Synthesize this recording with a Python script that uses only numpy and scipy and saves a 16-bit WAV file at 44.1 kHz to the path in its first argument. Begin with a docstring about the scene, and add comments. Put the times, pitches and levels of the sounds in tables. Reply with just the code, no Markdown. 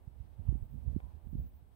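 """Wind on grassy coastal dunes buffets the microphone, mostly its right port, over faint surf and grass hiss.
The lumpy rumble, dotted with sharp eddies, starts low and gusts from 0.4 s. A brief swish comes at 0.46 s,
then a run of very high, thin chirps on the right, probably a bush cricket. At 1 s a far-off crack leaves
a short tail. The chirps return at 1.2 s; the wind drops at 1.5 s."""
import sys
import numpy as np
from scipy import signal
from scipy.fft import rfft, irfft
from scipy.io import wavfile
from scipy.ndimage import uniform_filter1d

SR = 44100
rng = np.random.default_rng(int(sys.argv[2]) if len(sys.argv) > 2 else 0)


def master_out(mix):
    """Clip the mix to full scale and print it as 16-bit PCM to the path in sys.argv[1]."""
    frames = np.transpose(np.atleast_2d(mix))
    ceiling = np.clip(frames, -1, 1)
    pcm = np.round(ceiling * 32767).astype(np.int16)
    wavfile.write(sys.argv[1], SR, pcm)


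N = 77175
TIME_S = np.arange(N) / SR
FREQ_HZ = np.maximum(np.arange(N // 2 + 1) * SR / N, 1)


def from_db(db):
    return 10 ** (np.asarray(db) / 20)


def unit_rms(x):
    return x / np.sqrt(np.mean(x ** 2) + 1e-30)


def over_time(rows):
    """Rows of time_s, value, interpolated per sample."""
    return np.interp(TIME_S, *np.transpose(rows))


def over_freq(rows):
    """Rows of freq_hz, value, interpolated per bin on a log axis."""
    freq_hz, value = np.transpose(rows)
    return np.interp(np.log(FREQ_HZ), np.log(freq_hz), value)


def drift(rate_hz):
    """Random wander, unit RMS."""
    return unit_rms(irfft(rfft(rng.standard_normal(N)) / (1 + (FREQ_HZ / rate_hz) ** 2), N))


def noise(spectrum):
    """Coloured noise, unit RMS."""
    return unit_rms(irfft(rfft(rng.standard_normal(N)) * from_db(over_freq(spectrum)), N))


def stereo_noise(spectrum):
    """Coloured noise, unit RMS; the two ports agree in the bass."""
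    # Likeness of the ports: freq_hz, correlation
    likeness = [(100, 1), (400, .6), (700, -0.071), (1100, -0.011), (1800, -0.1), (3000, 0.39),
                (16000, -0.23)]
    correlation = over_freq(likeness)
    mid, side = rfft(rng.standard_normal((2, N)))
    ports = np.sqrt(1 + correlation) * mid + np.sqrt(1 - correlation) * side * [[1], [-1]]
    return unit_rms(irfft(ports * from_db(over_freq(spectrum)), N))


def burst(start_s, attack_s, t60_s):
    """Linear rise, exponential decay."""
    age_s = TIME_S - start_s
    return np.clip(age_s / attack_s, 0, 1) * from_db(-60 * np.maximum(age_s - attack_s, 0) / t60_s)


def wind():
    """Wind pressure rumbles on both ports; the right one faces the wind."""
    # Pressure on the sheltered port: time_s, level_db
    lee_gusts = [(0, -65), (.36, -66), (.57, -60), (.63, -55), (.76, -62), (.91, -61), (.96, -51),
                 (1.08, -62.5), (1.3, -74), (1.36, -43.5), (1.43, -42.5), (1.49, -54.5), (1.75, -72)]
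    # Pressure on the windward port: time_s, relative_db
    windward_gusts = [(0, -56), (.045, -58.5), (.076, -60), (.12, -56.5), (.2, -50), (.27, -53), (.32, -56),
                      (.365, -59.5), (.405, -39.5), (.44, -50), (.49, -34), (.56, -38), (.595, -46),
                      (.635, -41), (.68, -54.5), (.74, -42), (.778, -39), (.806, -47.5), (.88, -37.5),
                      (.94, -38), (.975, -39.5), (1.012, -61), (1.04, -41), (1.115, -56), (1.16, -45),
                      (1.212, -62), (1.262, -44), (1.316, -47.5), (1.345, -41), (1.405, -34), (1.432, -46),
                      (1.46, -41), (1.5, -59), (1.56, -53.5), (1.6, -61), (1.75, -61)]
    windward_gain_db = 3.5
    left = buffeting(over_time(lee_gusts))
    right = from_db(windward_gain_db) * buffeting(over_time(windward_gusts)) + eddies()
    return np.array([left, right])


def buffeting(pressure_db):
    """Turbulence on one port: each octave follows the pressure in lumps; harder wind reaches higher."""
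    # Rumble at the reference pressure: freq_hz, relative_db
    spectrum = [(20, -28.5), (35, -8), (52, 3), (75, 2), (110, -8), (160, -17.5), (240, -21.5),
                (340, -36.5), (480, -36.5), (1400, -80.5)]
    reference_db, brighten_per_octave, brighten_from_hz = -42.5, 0.042, 100
    lump_db, lump_rate_hz, steady_s = 2, 34, 0.027
    flow, rumble = rfft(noise(spectrum)), 0
    for centre_hz in 25 * 2 ** np.arange(6):
        band = irfft(flow * np.maximum(1 - np.abs(np.log2(FREQ_HZ / centre_hz)), 0), N)
        power = uniform_filter1d(np.abs(signal.hilbert(band)) ** 2, int(steady_s * SR), mode="wrap")
        steady_band = band.std() * unit_rms(band / np.sqrt(power + 1e-20))
        octaves = max(np.log2(centre_hz / brighten_from_hz), 0)
        brighter_db = brighten_per_octave * octaves * (pressure_db - reference_db)
        rumble += steady_band * from_db(pressure_db + brighter_db + lump_db * drift(lump_rate_hz))
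    return rumble


def eddies():
    """Each eddy pushes, then pulls on the port, which cuts the lowest bass."""
    # Eddies ahead of the low cut: centre_s, peak_db, half_width_s
    hits = [(.078, -33.5, .0021), (0.207, -34, 0.0025), (.395, -31.5, 0.002), (0.4899, -18.5, 0.0022),
            (.527, -30, 0.001), (0.543, -22.5, 0.003), (.556, -33.5, 0.0011), (0.626, -25, 0.0034),
            (0.743, -32.5, 0.0017), (.758, -33, .0017), (0.879, -24, .003), (.965, -19.5, .0011),
            (1.271, -36.5, .0014), (1.332, -31.5, 0.0013), (1.354, -26.5, 0.0012), (1.395, -34, 0.0012),
            (1.445, -43.5, .0012), (1.627, -46.5, 0.0019)]
    low_cut_hz = 38
    pressure = np.zeros(N)
    for centre_s, peak_db, half_width_s in hits:
        offset = (TIME_S - centre_s) / half_width_s
        pressure -= from_db(peak_db) * offset * np.exp((1 - offset ** 2) / 2)
    return signal.sosfilt(signal.butter(2, low_cut_hz, "high", fs=SR, output="sos"), pressure)


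def far_crack():
    """One heavily damped pulse, left port first, and its tail rolling over the dunes."""
    # Damped tones: pitch_hz, relative_db, t60_s
    tones = [(694, 2, 0.0072), (1590, -5.5, .007), (2310, -9, 0.0088), (3700, -21, 0.0063)]
    # Outdoor tail: freq_hz, relative_db
    tail_spectrum = [(300, -15), (500, -9), (750, 0.5), (1000, 7.5), (1300, -24), (2500, -48)]
    start_s, right_lag_s, peak_db, tail_db = 1.0025, 0.00028, -45.5, -67
    age_s = np.maximum(TIME_S - start_s - np.array([[0], [right_lag_s]]), 0)
    pulse = 0
    for k, (pitch_hz, relative_db, t60_s) in enumerate(tones):
        decay = from_db(relative_db - 60 * age_s / t60_s)
        pulse += (-1) ** k * decay * np.sin(2 * np.pi * pitch_hz * age_s)
    tail = burst(start_s, attack_s=0.0033, t60_s=0.55) * stereo_noise(tail_spectrum)
    return from_db(peak_db) * pulse / np.abs(pulse).max() + from_db(tail_db) * tail


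def cricket():
    """Rasping strokes, each swelling and fading, at the top of the hearing range."""
    # Strokes at the right port: centre_s, level_db, length_s
    strokes = [(0.58, -80, .055), (.65, -74, 0.072), (0.728, -72.5, 0.097), (1.248, -79, 0.11),
               (1.322, -72, .1), (1.404, -69, .105), (1.482, -69, 0.073), (1.566, -70.5, 0.097)]
    # Rasp: freq_hz, relative_db
    spectrum = [(9000, -34.5), (12000, -13.5), (13800, -16), (14400, -2.5), (14850, 0), (15300, 4),
                (15800, -5)]
    left_db, rough_db, tooth_rate_hz = -14, -3, 150
    envelope = np.zeros(N)
    for centre_s, level_db, length_s in strokes:
        offset = np.clip((TIME_S - centre_s) / length_s, -0.5, 0.5)
        envelope += from_db(level_db) * np.cos(np.pi * offset)
    rasp = unit_rms(noise(spectrum) * from_db(rough_db * drift(tooth_rate_hz)))
    return envelope * rasp * from_db([[left_db], [0]])


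def swish():
    """Something brushes briefly close by."""
    # Brushing noise: freq_hz, relative_db
    spectrum = [(500, -16), (900, -3.5), (1200, 9), (1600, -16), (2100, -7), (2600, -6.5), (3080, -4),
                (3300, -28.5), (6000, -34)]
    level_db = -71.5
    return from_db(level_db) * burst(start_s=0.462, attack_s=0.016, t60_s=0.18) * stereo_noise(spectrum)


def surf():
    """A smooth, dull wash from the far beach."""
    # Wash: freq_hz, relative_db
    spectrum = [(100, -3.5), (300, 2.5), (520, -2), (800, 0), (1050, -8), (1450, -14.5), (2100, -19.5),
                (4000, -28.5), (8000, -50.5)]
    # Swell: time_s, level_db
    swell = [(0, -71), (.3, -71.5), (.52, -66.5), (.75, -71.5), (1.0, -68), (1.3, -71), (1.55, -73),
             (1.75, -73)]
    return from_db(over_time(swell)) * stereo_noise(spectrum)


def grass():
    """Grass hisses in the wind; the body flickers and the treble swells separately."""
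    # Hiss at each port: freq_hz, relative_db
    left_spectrum = [(800, -12.5), (1500, 4.5), (2300, 0.5), (3300, 1), (4500, -5), (5700, -6.5),
                     (7400, -10), (8100, 2.5), (9400, -4), (12000, -2.5), (15500, -2.5)]
    right_spectrum = [(800, 4.5), (1500, -8), (2300, -0.5), (3300, -1.5), (4500, -3), (5700, -7),
                      (7900, -7), (9400, -5), (11500, -2), (15500, 0.5)]
    # Swell below and above the split: time_s, gain_db
    body_swell = [(0, -80), (.35, -80.5), (.54, -77), (.7, -78), (.92, -75.5), (1.18, -81.5), (1.43, -75),
                  (1.6, -80), (1.75, -81)]
    treble_swell = [(0, -80), (.36, -80.5), (.55, -75.5), (.68, -79), (.93, -76), (1.18, -80), (1.43, -78),
                    (1.6, -82), (1.75, -80)]
    right_db, flicker_db, split_hz = -0.5, 1.55, 6500
    hiss = np.array([noise(left_spectrum), from_db(right_db) * noise(right_spectrum)])
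    body = irfft(rfft(hiss) * (FREQ_HZ < split_hz), N)
    treble = hiss - body
    body_db = over_time(body_swell) + flicker_db * drift(rate_hz=9.4)
    return body * from_db(body_db) + treble * from_db(over_time(treble_swell))


def scene():
    """Wind on the microphone over quiet dunes."""
    return wind() + surf() + grass() + cricket() + swish() + far_crack()


def record(dry):
    """Steep low-pass."""
    cutoff_hz = 15750
    return signal.sosfilt(signal.ellip(12, 0.1, 80, cutoff_hz, fs=SR, output="sos"), dry)


dry = scene()
out = record(dry)
master_out(out)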